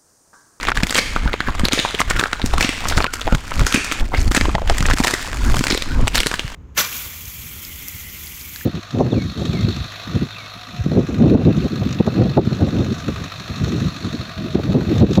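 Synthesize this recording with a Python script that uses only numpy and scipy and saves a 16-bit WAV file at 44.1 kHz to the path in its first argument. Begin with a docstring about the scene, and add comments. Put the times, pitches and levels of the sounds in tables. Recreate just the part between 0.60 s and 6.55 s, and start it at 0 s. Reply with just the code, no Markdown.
"""Dog chewing raw meat and bones

Indoors, with one microphone very close to the dog's head. Bone and gristle crack as damped rings and
noise bursts; the jaw rumbles and thuds as low noise and low rings. Air through the nose is filtered noise,
wet tissue crackles in small pops, slurps are runs of bubbles and whistles are gliding sines.
Cracks made with the mouth open fill the hard-walled room; a limiter squeezes loud moments."""
import sys
import numpy as np
from scipy import signal
from scipy.fft import rfft, irfft, next_fast_len
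from scipy.io import wavfile
from scipy.ndimage import uniform_filter1d, minimum_filter1d, map_coordinates

SR = 44100
rng = np.random.default_rng(int(sys.argv[2]) if len(sys.argv) > 2 else 0)


def invert_db(level):
    """Linear amplitude ratio for a level in decibels (20 dB per decade), elementwise."""
    return 10 ** (np.asarray(level, dtype=float) / 20)


def wav_record(signal):
    """Record a signal, one row per channel, as 16-bit PCM in the file named by sys.argv[1]."""
    frames = np.transpose(np.atleast_2d(signal))
    bounded = np.clip(frames, -1, 1)
    # unit amplitude maps onto the largest positive 16-bit level
    quanta = np.round(bounded * 32767).astype(np.int16)
    wavfile.write(sys.argv[1], SR, quanta)


N = 262395


def unit(x):
    """Scale to rms 1."""
    return x / np.sqrt(np.mean(x ** 2) + 1e-20)


def curves(rows):
    """One value per sample for each column after the time."""
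    s, *columns = np.transpose(rows)
    return [np.interp(np.arange(N) / SR, s, column) for column in columns]


def wobble(rate):
    """A smooth random curve, rate knots a second."""
    knots = rng.standard_normal(int(N * rate / SR) + 4)
    return map_coordinates(knots, [np.arange(N) * rate / SR])


def spans(s, end):
    """1 from s to end, with 4 ms edges."""
    return np.interp(np.arange(N) / SR, [s - .004, s, end, end + .004], [0, 1, 1, 0])


def coloured(x, spectrum):
    """x filtered by (Hz, dB) points on a log frequency axis."""
    size = next_fast_len(x.shape[-1] + 8192)
    hz, db = np.transpose(spectrum)
    bins = np.fft.rfftfreq(size, 1 / SR)
    gain = invert_db(np.interp(np.log(bins + 1), np.log(hz + 1), db))
    return irfft(rfft(x, size) * gain, size)[..., :x.shape[-1]]


def rush(spectrum, depth):
    """Noise of rms 1 with shallow patches of random gain in time and frequency, depth in dB rms."""
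    z = signal.stft(rng.standard_normal(N + 512), nperseg=256)[2]
    field = uniform_filter1d(rng.standard_normal(z.shape), size=4, axis=0)
    field = uniform_filter1d(field, size=8, axis=1)
    patchy = signal.istft(z * invert_db(depth * unit(field)), nperseg=256)[1][:N]
    return unit(coloured(patchy, spectrum))


def rings(s, size, hz, cycles, phase, length):
    """Damped sines, one per row, that fall 60 dB in a number of cycles; summed at their times."""
    turn = hz[:, None] * np.arange(length) / SR
    decay = invert_db(-60 * turn / cycles[:, None])
    rows = size[:, None] * np.sin(2 * np.pi * turn + phase[:, None]) * decay
    at = np.round(s * SR).astype(int)[:, None] + np.arange(length)
    return np.bincount(at.ravel(), rows.ravel(), N + SR)[:N]


def grains(hz, spread, cycles, scatter_db, count, length):
    """Random small pops, together of rms 1: log-normal pitch, a few much bigger than the rest."""
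    when, chance, sign = rng.random((count, 3)).T
    pitch = np.clip(hz * np.exp(spread * rng.standard_normal(count)), 60, 15000)
    size = invert_db(-scatter_db * np.log(chance + .03))
    phase = np.pi * np.round(sign)  # either polarity
    return unit(rings(when * N / SR, size, pitch, np.full(count, cycles), phase, length))


def swells(s, db, rise_s, fall_s, base_db):
    """Level in dB of a base plus swells that rise and fall by 20 dB in 1 ms more than the given times."""
    t = np.arange(0, N + 64, 64) / SR
    late = t - s[:, None]
    rise = np.reshape(rise_s + 1e-3, (-1, 1))
    down = np.where(late < 0, -late / rise, late / (fall_s + 1e-3))
    power = (invert_db(db[:, None] - 20 * down) ** 2).sum(axis=0)
    return 10 * np.log10(np.interp(np.arange(N) / SR, t, power) + invert_db(base_db) ** 2)


# Swells of low rumble at the close microphone. Each row: time of the peak in seconds,
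# level in dB, rise time over 20 dB in seconds (clipped to 0.02-0.25 s).
RUMBLE_SWELLS = [(.09, -21, .08), (.18, -15, .05), (0.239, -21, -1.7), (.565, -19, -1.5), (.68, -13, 5),
                 (.885, -12, -0.3), (.96, -19, -1), (1.003, -10.5, 0), (1.05, -18, .05), (1.481, -16, -6),
                 (1.564, -15.5, .12), (1.849, -13, -1.3), (1.941, -10.5, -1.5), (1.995, -13.5, 0.2),
                 (2.26, -21, -1.3), (2.39, -13, .2), (2.66, -13.5, -1.1), (2.734, -8.5, 0),
                 (2.96, -17, -0.2), (3.025, -7.5, 0.1), (3.418, -6.5, -0.1), (3.59, -10, -0.06),
                 (3.64, -13.5, 0.4), (3.688, -8, .1), (3.83, -14, -0.1), (3.89, -14.5, 3), (3.96, -19, 0.5),
                 (4.119, -9.5, .15), (4.22, -12.5, -1), (4.32, -9.5, 0.5), (4.41, -18, -0.4),
                 (4.83, -15, -0.1), (4.89, -11, -0.8), (4.93, -9.5, 13), (5.0, -17.5, 11), (5.14, -23, 2.5),
                 (5.429, -7.5, .2), (5.6, -16.5, .2), (5.85, -23.5, -7)]
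RUMBLE_FALL_S, RUMBLE_BASE_DB = 0.052, -33.5  # time to fall 20 dB, level under the swells


def rumble_level():
    """Jaw rumble level in dB: overlapping swells above a faint steady base."""
    s, db, rise_s = np.transpose(RUMBLE_SWELLS)
    return swells(s, db, np.clip(rise_s, .02, .25), RUMBLE_FALL_S, RUMBLE_BASE_DB)


# Thuds of the jaw, close to the microphone. Each row: start in seconds, relative level in dB, pitch in Hz.
THUDS = [(0.232, -9, 184), (0.658, -17.5, 248), (0.74, -14, 440), (0.882, -15.5, 236), (1.035, -9.5, 207),
         (1.133, -8.5, 274), (1.176, -14.5, 503), (1.344, -16.5, 403), (1.628, -17, 377), (1.841, -10, 243),
         (2.046, -10, 262), (2.091, -15, 280), (2.373, -12.5, 173), (2.725, -11, 227), (2.745, -10.5, 137),
         (3.007, -9.5, 123), (3.146, -6.5, 252), (3.175, -14.5, 275), (3.675, -16, 178),
         (3.713, -14.5, 290), (3.773, -9.5, 262), (3.81, -13.5, 250), (3.884, -12.5, 340),
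         (3.947, -15.5, 168), (4.205, -14.5, 146), (4.337, -12.5, 270), (4.402, -6.5, 242),
         (4.537, -11.5, 350), (4.969, -18, 168), (4.993, -16, 153), (5.009, -11.5, 244), (5.109, -12, 324),
         (5.128, -12.5, 270), (5.15, -14, 415), (5.429, -10, 103), (5.662, -16, 400), (5.846, -21, 119)]
# Spectrum of the microphone being shaken. Each row: frequency in Hz, relative level in dB per Hz.
RUMBLE = [(7.1, -25), (12, 3.5), (29, -1), (58, -4.5), (108, -18.5), (239, -29), (300, -84), (660, -120)]


def jaw():
    """The working jaw shakes the microphone in slow lumps; teeth closing on meat give short thuds."""
    s, db, hz = np.transpose(THUDS)
    thuds = rings(s, invert_db(db + 7), hz, np.full(len(s), 6.5), np.full(len(s), np.pi), length=3000)
    rumble = rush(RUMBLE, depth=0)
    # the rumble's own random swings in level are evened out
    rumble /= np.sqrt(0.11 + uniform_filter1d(rumble ** 2, size=2000))
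    return invert_db(rumble_level()) * unit(rumble) + thuds


# Moments when the room's ring, air and hiss drop away. Each row: start in seconds, end in seconds,
# change in dB.
DIPS = [(0.115, 0.145, -12), (1.086, 1.109, -9.5), (1.415, 1.477, -5), (2.454, 2.517, -7.5),
        (2.764, 2.925, -4), (3.417, 3.546, -13), (3.693, 3.704, -20), (3.952, 4.075, -7.5),
        (4.345, 4.362, -8.5)]


def dips():
    """The brief drops in level, dB."""
    return sum(db * spans(s, end) for s, end, db in DIPS)


# Breath at the muzzle between the breaks. Each row: time in seconds, relative airflow level in dB,
# relative hiss level in dB.
BREATH = [(0.0, -24.5, -46), (0.36, -30.5, -38.5), (0.76, -32.5, -53), (1.21, -26, -46), (1.85, -35, -49.5),
          (2.22, -25, -40), (2.73, -32, -46), (3.0, -27, -37), (3.17, -33, -55), (3.46, -24, -35.5),
          (3.69, -37.5, -42.5), (4.09, -28, -43.5), (4.37, -27, -34.5), (4.72, -28.5, -40),
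          (5.07, -33, -37), (5.3, -32, -46.5), (5.72, -33, -44), (5.95, -33, -45.5)]
# swells around each crack: level against the crack, then 20 dB rise and fall times
AIR_SWELL_DB, AIR_RISE_S, AIR_FALL_S = -14, 0.016, 0.014
HISS_SWELL_DB, HISS_RISE_S, HISS_FALL_S = -11, 0.018, 0.041


def flow():
    """Air and hiss levels in dB: the breath, plus airy noise and hiss that swell around each crack."""
    s, db, hz, treble_db = np.transpose(CRACKS)
    air_db, hiss_db = curves(BREATH)
    air_db = swells(s, db + AIR_SWELL_DB, AIR_RISE_S, AIR_FALL_S, air_db + 2.0)
    hiss_db = swells(s, db + treble_db + HISS_SWELL_DB, HISS_RISE_S, HISS_FALL_S, hiss_db + 5.5)
    return air_db + dips(), hiss_db + dips()


# Spectra at the close microphone: air in the nose, hiss of air and spit, squelching flesh.
# Each row: frequency in Hz, relative level in dB per Hz.
NOSE = [(290, -28), (500, -21), (795, -40), (938, -1), (1440, 4.5), (2590, 8.5), (3570, 9), (5680, -16),
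        (7000, 4), (9100, -50), (15400, -120)]
HISS = [(3500, -38), (4290, 0.5), (6120, -3.5), (7130, -2), (10800, -18), (15100, -18), (16000, -32)]
FLESH = [(53, -8), (90, 19), (172, 1.5), (249, 12.5), (400, 0.5), (658, -12), (1100, -12), (1430, -7.5),
         (2420, -120)]


def breath_and_spit():
    """Air rushes through nose and mouth; saliva and tissue crackle with it and squelch with the rumble."""
    air_db, hiss_db = flow()
    wet_db = 0.71 * rumble_level() + 0.32 * air_db - 9.5
    puff_db = 2 * wobble(35) + 2 * wobble(9)
    air = invert_db(air_db - 15.5 + puff_db) * rush(NOSE, depth=2)
    hiss = invert_db(hiss_db - 11.0 + puff_db) * rush(HISS, depth=0.85)
    squelch = invert_db(wet_db + 3 * wobble(40)) * rush(FLESH, depth=1.5)
    crackle = grains(hz=2100, spread=0.4, cycles=11, scatter_db=5, count=3500, length=260)
    # a bursting film of saliva also ticks in the treble
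    ticks = invert_db(hiss_db - 4.5) * unit(np.abs(crackle) * rush(HISS, depth=0))
    smacks = grains(hz=930, spread=0.463, cycles=9.3, scatter_db=3.5, count=2500, length=400)
    smacks *= invert_db(wet_db - 7.0)
    return air + hiss + squelch + invert_db(air_db - 6.5) * crackle + ticks + smacks


# Breaks of bone and gristle inside the mouth. Each row: time in seconds, relative level in dB,
# mouth ring in Hz, splinter treble in dB against that level.
CRACKS = [(0.031, -16, 1860, -12), (0.0517, -15.5, 1960, -25), (0.071, -11, 2460, -21),
          (0.0858, -2, 1220, -22), (0.0942, -12.5, 1110, -35), (0.1182, -3.5, 1470, -40),
          (0.1738, -9, 1670, -17), (0.204, -14.5, 1800, -24), (0.2338, -3.5, 2200, -17.5),
          (0.2692, -16.5, 2090, -5.5), (0.296, -11, 3820, -41), (0.308, -14, 2100, -2),
          (0.326, -14.5, 1510, -9), (0.347, -8, 1950, -5), (0.355, 3, 3200, -22), (0.3654, -15, 2200, -9),
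          (0.3724, -23, 2280, 6), (0.379, -7, 2540, -7), (0.386, 4, 2260, -18), (0.3906, -3, 4200, -49),
          (0.563, -6, 1200, -65), (0.6774, -13.5, 1490, -36), (0.732, -10.5, 2040, -25),
          (0.7399, -13.5, 1270, -26), (0.8049, -7, 1530, -28), (0.886, -9.5, 1090, -74),
          (0.9507, -18, 1170, -9), (0.9957, -13.5, 1230, -10), (1.0529, -1, 4250, -21),
          (1.085, -10, 2310, -18), (1.1235, 0, 3950, -35), (1.132, -6, 1130, -8), (1.1913, 2, 3660, -47),
          (1.1986, 0, 3500, -43), (1.2502, -10, 950, -31), (1.3489, -10.5, 3300, -51),
          (1.404, -5, 1060, -3.5), (1.416, -2, 1120, -23), (1.501, -14.5, 2370, 1.5),
          (1.5094, -0.5, 1500, -26), (1.564, -11, 1800, -16), (1.596, -2.5, 1780, -12.5),
          (1.612, -8, 1520, -44), (1.6384, -3, 1527, -18), (1.6582, -11, 1370, -51),
          (1.7309, -6, 1390, -22), (1.797, -16.5, 920, -36), (1.8174, -12.5, 3770, -47),
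          (1.861, -15, 5630, -1.5), (1.9377, -7, 750, -17), (1.9814, -8, 1130, -13),
          (2.0093, -1, 2040, -11.5), (2.027, -2, 2610, -12.5), (2.0465, -2.5, 2770, -17.5),
          (2.092, -10, 2690, -12), (2.2551, -10.5, 1265, -40), (2.2857, -21, 6800, 10.5),
          (2.313, -14, 814, -39), (2.324, -10, 1530, -51), (2.3716, -11, 4500, -5), (2.378, -9, 1280, -17),
          (2.4047, -4.5, 1190, -48), (2.425, -12, 4350, -25), (2.4431, -2, 1340, -28),
          (2.466, -9, 2590, -41), (2.5376, -13, 1386, 1), (2.6146, -11, 3440, -45), (2.671, -12, 696, -37),
          (2.6772, -7, 820, -55), (2.725, -12.5, 550, -21), (2.749, -11, 1450, -8.5),
          (2.919, -11.5, 1320, -37), (2.9945, -15, 1410, -7), (3.0083, -10.5, 1470, -28),
          (3.067, -3, 1390, -5.5), (3.1251, -10.5, 1300, -5), (3.143, 2.5, 2500, -9.5),
          (3.16, -6, 2600, -43), (3.2463, -16.5, 1790, 0.5), (3.315, -10, 2130, -18),
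          (3.322, -10.5, 1370, -4.5), (3.54, -10, 740, -65), (3.547, -10, 2100, -48),
          (3.679, -20, 4550, -7), (3.7145, -14.5, 1290, -4), (3.719, -15, 1250, -7),
          (3.7484, -3, 1810, -7.5), (3.7658, 1, 2580, -9.5), (3.7771, -8, 1760, -27),
          (3.8115, -3.5, 2000, -18), (3.855, -8, 1050, -53), (3.8933, -13.5, 1120, -40),
          (3.9515, -2, 790, -31), (3.9821, -12.5, 1000, -77), (4.019, -15.5, 676, -47),
          (4.076, -19, 2960, -9), (4.0986, -3, 742, -19), (4.183, -15.5, 1900, -1.5),
          (4.206, -13.5, 1980, -12), (4.2263, -15.5, 1410, -10), (4.2556, -7.5, 1840, -34),
          (4.264, -20.5, 6000, 0), (4.2865, -11, 1430, -31), (4.3002, -10, 1150, -11),
          (4.312, -6, 1730, -36), (4.3354, -12.5, 1830.0, -7), (4.374, -13.5, 1840, -9.5),
          (4.4025, -10, 950, -10), (4.438, -11, 1930, -6), (4.4459, -3.5, 960, -12),
          (4.472, -5, 2000.0, -10), (4.4799, -6.5, 1950, -13), (4.51, -15, 1610, -4.5),
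          (4.539, -6, 1920, -9.5), (4.731, -16, 1610, -30), (4.899, -18, 1200, -4),
          (4.943, -10.5, 970, -15), (4.9682, -14, 1380, -9), (4.9924, -16.5, 2980, -6),
          (5.0099, -16, 1420, -19), (5.04, -11.5, 1530, -4), (5.056, -18, 900, -20),
          (5.069, -9.5, 3970, -15), (5.083, -14, 2450, -9), (5.103, -1.5, 5100, -24), (5.11, -8, 4200, -22),
          (5.1234, -3, 4030, -29), (5.147, -12.5, 2000, -13), (5.176, -8.5, 3820, -21),
          (5.222, -14.5, 3730, -12.5), (5.473, -15.5, 950, -22), (5.4799, -15.5, 2980, -4),
          (5.555, 3, 4500, -11), (5.5797, 1, 4100, -22), (5.6033, -4, 3270, -10), (5.6332, -11, 2820, -21),
          (5.6618, -12, 1800, -6), (5.669, -8, 4070, -4.5), (5.7148, -10.5, 1660, -12),
          (5.7401, -8.5, 1560, -13), (5.7947, -9.5, 2730, -19)]
# Spectra of the splinters and of the body of a break, heard close.
# Each row: frequency in Hz, relative level in dB per Hz.
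SPLINTER = [(2500, -13), (5000, -1.5), (8000, -0.5), (10000, -11), (15500, -20.5), (17000, -45)]
BONE = [(290, -81), (500, 13.5), (685, -10), (938, -2.5), (1270, 4), (1980, 8.5), (3950, 3), (9000, -25),
        (11700, -73), (19800, -120)]
DULL_SHARE = 0.21  # how far the snap, upper ring and body of a break follow its treble
SNAP_DB, SNAP_HZ = 5, 4200  # sharp click at the first instant of a break; centre of its random pitch


def cracks():
    """Each break rings the mouth at its present pitch and spits a short burst of splinter noise."""
    s, db, hz, treble_db = np.transpose(CRACKS)
    chance = rng.standard_normal((len(s), 4)).T
    one = np.ones(len(s))
    dull_db = DULL_SHARE * treble_db
    polarity = np.pi * (chance[0] > 0)
    mouth = rings(s, invert_db(db + 3.5), hz, 11 * (hz / 2000) ** .5, polarity, length=600)
    # the wet cavity keeps a fainter ring going for longer
    mouth += rings(s, invert_db(db - 14.0), hz, 45 * (hz / 2000) ** .5, polarity, length=1000)

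    # the broken piece rings higher
    piece_hz = hz * 2.115 * np.exp(0.29 * chance[2])
    piece_size = invert_db(db + dull_db + 3 * chance[1])
    piece = rings(s, piece_size, piece_hz, 16 * one, np.pi * (chance[3] > 0), length=400)

    # wet fibres let go one by one: four smaller smacks scatter around the break, near the mouth's pitch
    lag, size, bend = rng.random((len(s), 12)).T.reshape(3, -1)
    smack_s = np.tile(s, 4) + .016 * lag - .005
    smack_size = invert_db(np.tile(db, 4) - 2.5 - 17.3 * size)
    smack_hz = np.tile(hz, 4) * np.exp(.5 * (bend - .5))
    smacks = rings(smack_s, smack_size, smack_hz, 12 + 0 * lag, 0 * lag, length=500)

    # the break also jolts the skull: one short low push
    jolt_hz = 380 * np.exp(0.41 * chance[1])
    jolt = rings(s, invert_db(db - 7.0), jolt_hz, 4.4 * one, np.pi * one, length=600)
    snap_hz = SNAP_HZ * np.exp(0.33 * chance[2])
    snap = rings(s, invert_db(db + SNAP_DB + dull_db), snap_hz, 3 * one, np.pi * one, length=60)

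    # fibres start to tear 2 ms before the break, then the splinters die away
    start = np.round((s - .002) * SR).astype(int)
    t = np.arange(SR // 30) / SR - .002
    tear = 1.49 * np.exp(t / 0.00062)
    fade = np.where(t < 0, tear, invert_db(-60 * t / 0.013) + 0.14 * invert_db(-60 * t / 0.05))
    spit = signal.fftconvolve(np.bincount(start, invert_db(db + treble_db + 1.0), N), fade)[:N]
    body = signal.fftconvolve(np.bincount(start, invert_db(db - 4 + dull_db), N), fade)[:N]
    grit = unit(invert_db(5 * wobble(900)))  # the break goes fibre by fibre, not smoothly
    burst = grit * (spit * rush(SPLINTER, depth=0.93) + body * rush(BONE, depth=0.78))
    return mouth + piece + smacks + jolt + snap + burst


# Decay of the hard-walled room. Each row: frequency in Hz, time to fall 60 dB in seconds.
ROOM = [(500, 0.51), (2000, 0.95), (5000, 0.81), (9000, 0.74), (15000, 0.21)]


def room(x):
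    """Each frequency of the room's answer dies at its own speed; every quarter second meets a new tail."""
    hz, t60 = np.transpose(ROOM)
    step = SR // 4
    delay = 300  # samples
    wet = np.zeros(N + 2 * SR)
    for at in range(0, N, step):
        f, t, z = signal.stft(rng.standard_normal(SR), SR, nperseg=256)
        decay = invert_db(-60 * t / np.interp(f, hz, t60)[:, None])
        tail = signal.istft(z * decay, SR, nperseg=256)[1]
        answer = signal.fftconvolve(x[at:at + step], tail / np.linalg.norm(tail))
        wet[at + delay:at + delay + len(answer)] += answer
    return wet[:N]


# How much of a crack escapes the open mouth. Each row: time in seconds, level sent to the room in dB.
MOUTH_OPENING = [(0, -37), (.26, -36), (.36, -12), (.61, -16), (1.18, -12), (1.6, -19.5), (2.02, -7.5),
                 (2.4, -19), (2.83, -15), (3.14, -9), (3.4, -9), (3.76, -19), (4.2, -43), (4.46, -10),
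                 (4.9, -17), (5.12, -11.5), (5.39, -29), (5.58, -17), (5.95, -9.5)]


def escaping(near):
    """The open mouth lets the cracks out into the room, whose ring dips briefly at times."""
    return room(invert_db(curves(MOUTH_OPENING)[0]) * near) * invert_db(dips())


# Slurps at the lips, close to the microphone. Each row: start in seconds, end in seconds,
# first pitch in Hz, last pitch in Hz, relative level in dB.
SLURPS = [(1.388, 1.402, 2540, 2200, -18), (0.653, 0.702, 920, 1580, -32), (0.868, 0.896, 1810, 1210, -27),
          (1.476, 1.559, 1480, 1740, -30.5), (2.298, 2.384, 4070, 4500, -30),
          (3.515, 3.591, 855, 2240, -29), (3.543, 3.616, 3020, 5640, -28), (5.529, 5.56, 2500, 4030, -28)]


def slurps():
    """Tongue and lips peel off wet food in dense bubbles, gliding in pitch as the gap changes."""
    out = np.zeros(N)
    for s, end, first_hz, last_hz, db in SLURPS:
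        # 600 bubbles a second, at most 60
        part, size, bend, phase = rng.random((60, 4)).T[:, :int(600 * (end - s))]
        hz = first_hz * (last_hz / first_hz) ** part * np.exp(.5 * (bend - .5))
        when = s + part * (end - s)
        out += rings(when, invert_db(db + 12 - 20.0 * size), hz, 22 + 0 * hz, 2 * np.pi * phase, length=600)
    return out


# Whistles of the nearly closed mouth on its cavity, which the tongue reshapes. Each row:
# start in seconds, end in seconds, first pitch in Hz, last pitch in Hz, level in dB before the flutter.
WHISTLES = [(1.562, 1.668, 1420, 1320, -29), (2.479, 2.57, 1450, 1420, -33.5),
            (2.582, 2.596, 1450, 1434, -31), (2.685, 2.736, 1470, 1395, -31),
            (3.537, 3.575, 2050, 2240, -26.5), (4.807, 4.817, 960, 1020, -30.5),
            (4.819, 4.832, 1450, 1560, -32), (4.845, 4.89, 1450, 1650, -31),
            (5.29, 5.375, 1450, 1560, -35.5), (5.346, 5.403, 900, 1063, -34)]
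WAVER_HZ = 36.1  # scale of a whistle's random pitch wander


def whistles():
    """Air past wet lips sounds one mouth resonance; its pitch glides and wavers, its level flutters."""
    flutter = invert_db(3 * wobble(60)) * (1 + .7 * wobble(350))
    waver = WAVER_HZ * wobble(150)
    t = np.arange(N) / SR
    out = np.zeros(N)
    for s, end, first_hz, last_hz, db in WHISTLES:
        hz = np.interp(t, [s, end], [first_hz, last_hz]) + waver
        out += invert_db(db) * spans(s, end) * np.sin(2 * np.pi * np.cumsum(hz) / SR)
    return flutter * out


def scene():
    """Everything reaches one close microphone."""
    near = cracks()
    far = escaping(near)
    return (near + far + jaw() + breath_and_spit() + whistles() + slurps())[None]


def top_cut(x):
    """Nothing passes above the cut-off."""
    return signal.sosfilt(signal.butter(12, 16680, fs=SR, output="sos"), x)


def record(dry):
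    """A fast limiter holds peaks under full scale; the band ends near 16 kHz."""
    need = np.minimum(1, .99 / (np.abs(dry) + 1e-9))
    gain = uniform_filter1d(minimum_filter1d(need, size=120, axis=1), size=60, axis=1)
    mix = coloured(dry * gain, [(15800, -0.5), (16100, -16), (16600, -24), (16750, -70)])
    return top_cut(mix)


dry = scene()
out = record(dry)
wav_record(out)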